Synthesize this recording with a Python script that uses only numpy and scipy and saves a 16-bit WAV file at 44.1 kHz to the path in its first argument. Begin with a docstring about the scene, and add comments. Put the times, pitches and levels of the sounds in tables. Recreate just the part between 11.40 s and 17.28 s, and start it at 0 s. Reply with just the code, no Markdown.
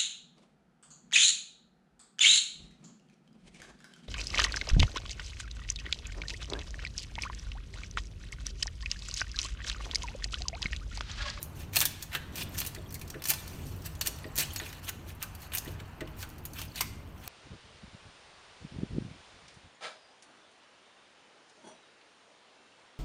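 """At a workbench in a small room, a thin steel spatula is pushed under plastic parts stuck to a glass plate.
The bond gives way in sharp snaps: bursts of noise and a ringing tone. The blade scrapes gritty strokes of hiss.
The carriage under the plate knocks now and then with a few low tones, and light contact adds a faint treble hiss.
The room answers with short noise tails; ventilation rumbles and rushes behind. A phone close by picks it all up."""
import sys
import numpy as np
from scipy import signal
from scipy.fft import rfft, irfft, next_fast_len
from scipy.io import wavfile
from scipy.ndimage import uniform_filter1d, map_coordinates

SR = 44100
rng = np.random.default_rng(int(sys.argv[2]) if len(sys.argv) > 2 else 0)


def wrap_up_sound(samples):
    """Save the sound to the file named by the first command line argument, as 16-bit audio."""
    columns = np.atleast_2d(samples).T
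    # keep every value between -1 and 1, then stretch to whole-number steps
    tamed = np.clip(columns, -1, 1)
    steps = np.round(tamed * 32767).astype(np.int16)
    wavfile.write(sys.argv[1], SR, steps)


N = 259308  # length [samples]

# The bond cracks or the blade hits: (time [s], level [dB], crack over rattle [dB],
# plate over blade body [dB], blade edge over blade body [dB], strongest ring [Hz])
SNAP_EVENTS = [(0.018, -38.5, 4, -1, -5, 3940), (0.029, -20.5, 19, -13, 8.5, 6540),
               (0.3589, -12, 6, -7, -4, 2590), (0.3662, -8.5, -4, -2, 3, 4150),
               (0.389, -16, 7, -19, 11, 6940), (.397, -24, 1, -11, 10, 5900),
               (0.4051, -11.5, 16, -9, -8, 7300), (0.413, -11, 0.5, 0, 4.5, 3640),
               (0.4234, -13, 11, 7, 6, 1635), (0.4542, -11.5, 2, -6.5, 3.5, 3430),
               (0.6256, -24.5, 3.5, -12, 0.5, 6800), (.7304, -36, -6, -1, 6, 1620),
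               (0.75, -18.5, 0.5, 10, -2, 1708), (0.9574, -26.5, 6, -8, -1, 6000),
               (1.033, -33, 3, -10, 10, 6900), (1.182, -21.5, 6, -7, 2, 5200), (1.187, -20, 5, -6, 3, 6240),
               (1.2029, -18.5, 8, -7, 4, 6200), (1.2156, -24, -8, 10, -6, 4270),
               (1.2497, -26.5, -11, 4, 9, 2700), (1.264, -24.5, -5, -11, 1, 2890),
               (1.2712, -23, 3, -20, 5, 3980), (1.348, -30.5, -9, -6, -5, 4540),
               (1.362, -41, -13, 21, -20, 1820), (1.5062, -36.5, 3, -6, -2, 5240),
               (1.5246, -33.5, -5, -17, 7, 1910), (1.543, -25.5, 5, -11, 3, 4380),
               (1.553, -34, -9, -13, -15, 2200), (1.594, -39.5, -1, -10, -1, 1010),
               (1.6142, -29.5, 5, 2, 3, 2450), (1.6777, -38, -5, -18, -1, 5470),
               (1.7019, -30.5, -3, -5.5, -4, 5670), (1.7417, -39.5, -7, 38, -15.5, 1773),
               (1.821, -29, -14, 4, 5, 5170), (1.8396, -25, -5, -7, 0, 5200),
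               (1.855, -21, 2.5, -5, -3, 5950), (1.873, -23, -10, 1, 8, 6800),
               (1.8863, -18, -5, -4, 10, 6930), (1.895, -23, -1, -9, 14, 6500),
               (1.9032, -11.5, 6, -0.5, 4.5, 4730), (1.913, -24.5, -14, 8, 3, 972),
               (1.936, -23, -4, 1, 0, 5200), (2.078, -31.5, -25, -15, -3, 4740),
               (2.3635, -45, -1, -5, 18, 1010), (2.42, -42, -2, -18, -7, 5560),
               (2.4633, -35, 0, -18, 13, 6260), (2.552, -37.5, -13, -3, -7, 6080),
               (2.6116, -16.5, 1, -3, -4.5, 4330), (2.6614, -24, -7, -3, 1, 2730),
               (2.672, -15.5, -3, -6, 1.5, 5870), (2.787, -39, -8, 2, 1, 4330),
               (2.843, -40, -14, 39, -19, 1970), (2.9568, -24, 11, -1, 9, 6850),
               (2.9644, -26, -9, -14, 1, 6740), (2.9793, -18.5, 24, -13, -2, 6200),
               (2.9846, -13.5, -6, -9, 3, 4100), (3.0052, -16, 4, -3, 3, 5670),
               (3.0347, -31.5, -10, 20, -15, 2910), (3.1348, -30.5, 4, 0, 17, 4460),
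               (3.161, -23, 1.5, -3, -9, 4280), (3.1987, -25, -8, 15, 0, 1738),
               (3.328, -34.5, -8, 0, -7, 1860), (3.488, -34, -9, 10, -9, 2700),
               (3.4915, -25.5, -3, -10, 3.5, 1475), (3.7502, -45.5, 0, -4, 20, 1150),
               (3.8274, -20.5, 6.5, -3, 2, 1334), (3.9502, -36, -2, -1, 4, 4530),
               (4.1198, -31, -13, 16, -1, 3100), (4.1361, -22, 8, 11, 10, 3030),
               (4.1503, -13.5, 13, 7, 19, 2680), (4.1725, -24, -5, -2, -4, 6700),
               (4.179, -24, 6, -10, 15, 6300), (4.1825, -19, -9, -10, -1, 6460),
               (4.248, -36.5, -2, -12, 8, 6600), (4.258, -42, -13, 18, -21, 1914),
               (4.4016, -40.5, -2.5, 4, -15, 1670), (4.607, -30, -5, 8, -17, 1923),
               (4.674, -42, -4, 5, -8, 2930), (4.8274, -28.5, 0.5, 3, -5, 1410),
               (4.891, -41, 9, -6, 9, 950), (4.9017, -40, 15, -12, 2, 1520), (4.9824, -40, 5, -10, 5, 1060),
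               (5.053, -26.5, 2.5, -3, 8, 6900), (5.1338, -34.5, -17, -12, 0, 6000),
               (5.192, -31.5, -10, -4, -7, 1200), (5.216, -28, -3, 2, 0, 3100),
               (5.234, -41, -2, -4, 7, 4470), (5.2518, -40, 0, 1, 6, 1590), (5.358, -30, -7, -9, -17, 4420),
               (5.407, -19.5, -8, 2, -6, 1228), (5.4095, -14.5, 2.5, -5.5, -1, 2140),
               (5.8767, -24, -4, -3, 4, 1020)]
# The blade slides: (time of most pressure [s], rise [s], fall [s], level [dB], plate over blade body [dB])
STROKE_EVENTS = [(0.206, 0.052, 0.045, -49, -0.5), (0.378, 0.044, 0.039, -31, 3.5),
                 (0.63, 0.036, 0.03, -49.5, 6), (0.744, 0.025, 0.032, -37.5, 8.5),
                 (0.986, 0.058, 0.047, -45.5, 1), (1.024, 0.062, 0.018, -38, 4),
                 (1.147, 0.035, 0.052, -49, -1), (1.178, 0.0088, 0.12, -42.5, 1),
                 (1.352, 0.0051, 0.024, -60, 10), (1.901, 0.017, 0.028, -24, -5),
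                 (2.1, 0.087, 0.44, -55.5, -1), (2.28, 0.023, 0.048, -57, -13),
                 (2.462, 0.016, 0.016, -38.5, -6), (2.668, 0.016, 0.027, -35.5, 2.5),
                 (3.001, 0.035, 0.037, -27, -3.5), (3.219, 0.011, 0.18, -46, 5.5),
                 (3.445, 0.015, 0.041, -45.5, 0), (3.491, 0.018, 0.013, -34, 5.5),
                 (3.696, 0.029, 0.034, -47.5, 6.5), (3.833, 0.026, 0.0085, -39, 10),
                 (4.03, 0.046, 0.042, -50, 2.5), (4.155, 0.034, 0.03, -39.5, -6),
                 (4.277, 0.021, 0.075, -51.5, 2), (4.401, 0.008, 0.007, -52, 13),
                 (4.818, 0.046, 0.034, -47, -2.5), (5.19, 0.047, 0.057, -41, 1.5),
                 (5.36, 0.006, 0.15, -49, -10), (5.392, 0.043, 0.0098, -38, 11),
                 (5.86, 0.084, 0.1, -53.5, 5)]
# The carriage under the plate knocks: (time [s], level [dB], frame tone [dB over the knock level])
KNOCK_EVENTS = [(0.367, -46.5, 4.5), (0.439, -53, -13), (0.749, -48.5, 6), (1.371, -41.5, -8),
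                (1.746, -38.5, -7), (1.887, -48, 4), (2.671, -46, -8), (2.849, -41, -5), (2.978, -43.5, 4),
                (3.209, -45, -5), (4.269, -42.5, 0.5), (4.401, -45.5, -6), (4.608, -34, -7.5)]
# Tones of the carriage: (frequency [Hz], level [dB], time to fall by 60 dB [s])
CARRIAGE_MODES = [(260, -2, 0.081), (310.6, -3.5, 0.24), (351.2, -1, 0.17), (428.4, 1, 0.14),
                  (518, -0.5, 0.11), (627, 4.5, 0.093)]
# Tones that blade and glass ring with: (frequency [Hz], width [Hz], level [dB])
BLADE_MODES = [(1134, 38, -38), (1520, 24, 5.5), (1773, 31, 4.5), (1960, 17, -11), (2450, 29, 2),
               (2695, 26, 4), (2986, 29, 2), (3400, 64, -6), (4380, 110, -0.5), (5440, 64, -12),
               (5780, 140, -3), (6200, 160, -1), (6800, 180, -6), (8500, 310, -4), (9620, 330, -8.5),
               (13200, 430, 6), (14600, 340, 16)]
# Colour of the force on the glass plate: (frequency [Hz], level [dB])
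PLATE_COLOUR = [(200, -73), (600, -4.5), (1200, -4), (2500, 1.5), (4000, 0), (6000, -24), (20000, -47.5)]
# Colour of the force on the blade's body: (frequency [Hz], level [dB])
BODY_COLOUR = [(1500, -44), (3500, -7.5), (4500, 1), (8000, 0.5), (10000, -8), (20000, -12)]
# Colour of the force on the blade's edge: (frequency [Hz], level [dB])
EDGE_COLOUR = [(5000, -37), (8500, -0.5), (10500, 7.5), (13000, 2.5), (20000, -5)]
# Loudness of the faint treble hiss over time: (time [s], level [dB])
BRUSH_LEVEL = [(0, -50), (0.28, -104), (0.45, -62), (0.75, -68), (1.05, -62), (1.33, -63), (1.87, -62),
               (2.0, -45), (2.1, -62), (2.39, -73), (2.59, -54), (3.0, -60.5), (3.13, -45.5), (3.31, -56),
               (3.5, -95), (4.17, -60), (4.41, -72), (5.17, -70), (5.35, -55), (5.55, -74), (5.88, -100)]
# Colour of the faint treble hiss: (frequency [Hz], relative level per Hz [dB])
BRUSH_COLOUR = [(1500, -28), (3500, 9), (6500, 4.5), (9000, -1), (13000, 7), (20000, -9)]
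# How long the room's answer lasts: (frequency [Hz], time to fall by 60 dB [s])
ROOM_DECAY = [(200, 0.14), (1500, 0.84), (4000, 0.66), (8000, 0.49), (16000, 0.24)]
# Colour of the ventilation rumble: (frequency [Hz], relative level per Hz [dB])
RUMBLE_COLOUR = [(15, -17), (24, -7), (33, -28), (45, -4), (65, -5), (92, 0.5), (120, -12), (146, -7),
                 (175, -13.5), (210, -14.5), (330, -18.5), (560, -26), (1500, -51), (3500, -47),
                 (16500, -79)]
# Loudness of the air rush over time: (time [s], level [dB])
RUSH_LEVEL = [(0, -56.5), (0.5, -59.5), (1.16, -54), (1.55, -59), (1.8, -54.5), (2.41, -57), (3.1, -53.5),
              (3.57, -58), (4.27, -54), (4.91, -55.5), (5.47, -60.5), (5.88, -55)]
# Colour of the air rush: (frequency [Hz], relative level per Hz [dB])
RUSH_COLOUR = [(300, -37), (600, 2.5), (1000, 3.5), (1400, 0), (2000, -5.5), (3100, -6), (3400, -25),
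               (4500, -16), (9000, -44)]
# Band limit of the sound, a steep drop just above 16 kHz: (frequency [Hz], level [dB])
BAND_LIMIT = [(20, 0), (15800, 0), (16050, -22), (17000, -28)]
# The microphone port, with its notch: (frequency [Hz], level [dB])
PORT_RESPONSE = [(20, -0.5), (9500, -1), (10500, -7), (11500, -1), (20000, -11.5)]

RATTLE_UNDER_DB, RATTLE_T60_S = 9, 0.049  # t60: time to fall by 60 dB
RATTLE_DOUBLINGS_PER_DB = 0.0536  # a sharper crack rattles for longer
# Dull blows ring clearly, bright cracks at the edge hardly; the last two are dB of ring per dB of share
RING_DB, RING_PER_PLATE, RING_PER_EDGE = -3, 0.2, -0.4
FADE_DB, STROKE_EDGE_DB = 14, -1  # pressure lost over a rise or fall; edge over blade body
SWELL_S = 0.004  # build-up of a 300 Hz tone
TICKS_PER_S, TICK_DB = 85, 5  # stray grit under the resting blade; typical tick over the hiss
RUMBLE_DB = -44.5
TOP_HZ = 16960  # nothing is heard from here up


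def amp(db):
    """Turn decibels into a plain multiplier."""
    return 10 ** (np.asarray(db) / 20)


def unit(x):
    """Scale to an average (rms) strength of one."""
    return x / np.sqrt(np.mean(x ** 2) + 1e-20)


def along(points, hz):
    """Read a curve of (frequency, value) points on a log frequency axis."""
    f, value = np.transpose(points)
    return np.interp(np.log(hz + 1), np.log(f + 1), value)


def wobble(rate):
    """A smooth random curve through `rate` random points a second."""
    points = rng.standard_normal(int(N * rate / SR) + 4)
    return map_coordinates(points, [np.arange(N) * rate / SR])


def filtered(x, response):
    """Multiply the spectrum of x by a response, given as a function of frequency."""
    m = next_fast_len(N + SR // 2)
    hz = np.fft.rfftfreq(m, 1 / SR)
    return irfft(rfft(x, m) * response(hz), m)[..., :N]


def coloured(x, points):
    """Colour a sound without smearing it ahead in time, keeping the power of white noise."""
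    hz = np.fft.rfftfreq(2048, 1 / SR)
    cepstrum = irfft(np.log(amp(along(points, hz))))
    # Folding the second half onto the first gives a pulse that only looks forward in time
    cepstrum[1:1024] *= 2
    cepstrum[1025:] = 0
    pulse = irfft(np.exp(rfft(cepstrum)))
    return signal.fftconvolve(x, pulse / np.linalg.norm(pulse))[:N]


def shares(plate_db, edge_db):
    """Divide a contact force between plate, blade body and blade edge, keeping its power."""
    gains = amp([[plate_db], [0], [edge_db]])
    return gains / np.linalg.norm(gains)


def radiate(force, ring_db):
    """Plate, body and edge forces take their colours, then ring the resonances of blade and glass."""
    colours = (PLATE_COLOUR, BODY_COLOUR, EDGE_COLOUR)
    contact = sum(coloured(track, colour) for track, colour in zip(force, colours))

    def resonance(f):
        modes = sum(amp(db) * 1j * f * width / (centre * centre - f * f + 1j * f * width)
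                    for centre, width, db in BLADE_MODES)
        return 1 + amp(ring_db) * modes

    return filtered(contact, resonance)


def patchy(x, depth_db):
    """Random gain patches over time and frequency: the contact point wanders and favours other modes."""
    z = signal.stft(x, nperseg=256)[2]
    field = uniform_filter1d(rng.standard_normal(z.shape), size=4, axis=0)  # smooth over frequency
    field = uniform_filter1d(field, size=5, axis=1)  # smooth over time
    gain_db = depth_db * unit(field) - depth_db ** 2 / 9  # deeper patches are turned down overall
    return signal.istft(z * amp(gain_db), nperseg=256)[1][:N]


def snaps():
    """Each snap: a sudden crack, a rattle that dies away, and the mode nearest the contact ringing out."""
    force, rings = np.zeros((3, N + SR)), np.zeros(N + SR)
    t = np.arange(SR // 8) / SR
    for s, db, crack_db, plate_db, edge_db, hz in SNAP_EVENTS:
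        start = round(s * SR)
        rattle_db = db - RATTLE_UNDER_DB - 0.66 * max(crack_db, 0)  # a clean break leaves less rattle
        t60 = RATTLE_T60_S * 2 ** (RATTLE_DOUBLINGS_PER_DB * crack_db)
        crack = amp(crack_db - 60 * t / 0.0012)
        rattle = amp(-60 * t / t60)
        faint_tail = amp(-24.5 - 60 * t / 0.12)
        burst = (crack + rattle + faint_tail) * rng.standard_normal((3, len(t)))
        burst[1:, 0] = amp(crack_db + 13)  # the release is one sudden kick on the blade's body and edge
        force[:, start:][:, :len(t)] += shares(plate_db, edge_db) * amp(rattle_db) * burst

        drift = np.cumsum(0.17 * rng.standard_normal(len(t)))  # loose contact blurs the pitch
        ring_db = rattle_db + RING_DB + RING_PER_PLATE * plate_db + RING_PER_EDGE * edge_db
        ring_t60 = 1.7 * t60 * (3000 / hz) ** 0.34  # high modes die sooner
        ring = amp(ring_db - 60 * t / ring_t60) * np.sin(2 * np.pi * hz * t + drift)
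        rings[start:][:len(t)] += ring * (1 - np.exp(-t / 0.00011))  # soften the ring's start
    return radiate(force[:, :N], ring_db=-1) + rings[:N]


def scrape():
    """Steel on glass: hiss whose pressure flutters, with grit that catches as tiny ticks."""
    pressure, t = np.zeros((3, N)), np.arange(N) / SR
    for s, rise, fall, db, plate_db in STROKE_EVENTS:
        times = [s - rise - 0.02, s - rise, s, s + fall, s + fall + 0.0067]
        levels = [-95, db - FADE_DB, db, db - FADE_DB, -95]  # the blade touches, presses and lifts
        pressure += shares(plate_db, STROKE_EDGE_DB) * amp(np.interp(t, times, levels))
    catches = rng.random(N) < 300 / SR  # about 300 a second
    grit = catches * amp(np.minimum(4 * rng.exponential(size=N), 12))
    grit = signal.lfilter([1], [1, -np.exp(-1 / (SR * 0.00054))], grit)  # each fades within milliseconds
    flutter_db = 0.83 * wobble(110) + 1.55 * np.array([wobble(40) for _ in pressure])
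    rough = unit((1 + 0.52 * grit) * amp(flutter_db))
    return radiate(pressure * rough * rng.standard_normal((3, N)), ring_db=-1.0)


def knocks():
    """A dull blow rings the carriage's modes, the high ones building up last, and shoves the whole frame."""
    out, t = np.zeros(N + SR), np.arange(SR // 3) / SR

    def swell(hz):
        return 1 - np.exp(-(t / (SWELL_S * (hz / 300) ** 2)) ** 2)

    for s, db, frame_db in KNOCK_EVENTS:
        ring = np.zeros(len(t))
        for hz, mode_db, t60 in CARRIAGE_MODES:
            level = amp(mode_db + rng.normal(0, 2.2) - 60 * t / t60)  # each blow varies the balance
            ring += level * swell(hz) * np.sin(2 * np.pi * (hz * t + rng.random()))
        frame = amp(frame_db - 60 * t / 0.53) * swell(143) * np.sin(2 * np.pi * 143 * t)
        out[round(s * SR):][:len(t)] += amp(db) * (ring + frame)
    return out[:N]


def brush():
    """Light contact makes a faint treble hiss of patchy noise, with stray ticks of grit."""
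    s, db = np.transpose(BRUSH_LEVEL)
    ticks = (rng.random(N) < TICKS_PER_S / SR) * amp(TICK_DB + 1.4 * rng.standard_normal(N))
    ticks = signal.lfilter([1], [1, -np.exp(-1 / (SR * 0.0024))], ticks)  # each fades within milliseconds
    noise = (1 + ticks) * rng.standard_normal(N)
    hiss = unit(filtered(noise, lambda hz: amp(along(BRUSH_COLOUR, hz))))
    level_db = np.interp(np.arange(N) / SR, s, db) + 0.4 * wobble(23.7)
    return amp(level_db) * patchy(hiss, depth_db=11.0)


def room(x):
    """Each frequency of the room's answer dies at its own speed; the scatter changes as the hands move."""
    out, step = np.zeros(N + 2 * SR), SR // 4
    for i in range(0, N, step):  # a fresh random tail for each quarter second
        hz, t, z = signal.stft(rng.standard_normal(SR // 2), SR, nperseg=256)
        decay = amp(-60 * t / along(ROOM_DECAY, hz)[:, None])
        tail = signal.istft(z * decay, SR, nperseg=256)[1]
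        wet = signal.fftconvolve(x[i:i + step], tail / np.linalg.norm(tail))
        out[i + 200:][:len(wet)] += wet  # the answer starts 200 samples late
    return out[:N]


def ventilation():
    """Moving air as two noises: a slowly uneven low rumble, and a rush above it."""
    def noise(colour):
        return unit(filtered(rng.standard_normal(N), lambda hz: amp(along(colour, hz))))

    rush_db = np.interp(np.arange(N) / SR, *np.transpose(RUSH_LEVEL))
    rumble = amp(RUMBLE_DB + 2.1 * wobble(5.31)) * noise(RUMBLE_COLOUR)
    rush = amp(rush_db + 0.4 * wobble(6.1)) * noise(RUSH_COLOUR)
    return rumble + rush


def scene():
    """Add the spatula work, its answer from the room, the light contact and the ventilation."""
    work = snaps() + patchy(scrape(), depth_db=3.0) + knocks()
    return (work + amp(-13.5) * room(work) + brush() + ventilation())[None]


def record(dry):
    """The phone's port colours the treble; the band limit then drops it steeply and ends it at TOP_HZ."""
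    def response(hz):
        return amp(along(BAND_LIMIT, hz) + along(PORT_RESPONSE, hz)) * (hz < TOP_HZ)

    return filtered(dry, response)


dry = scene()
out = record(dry)
wrap_up_sound(out)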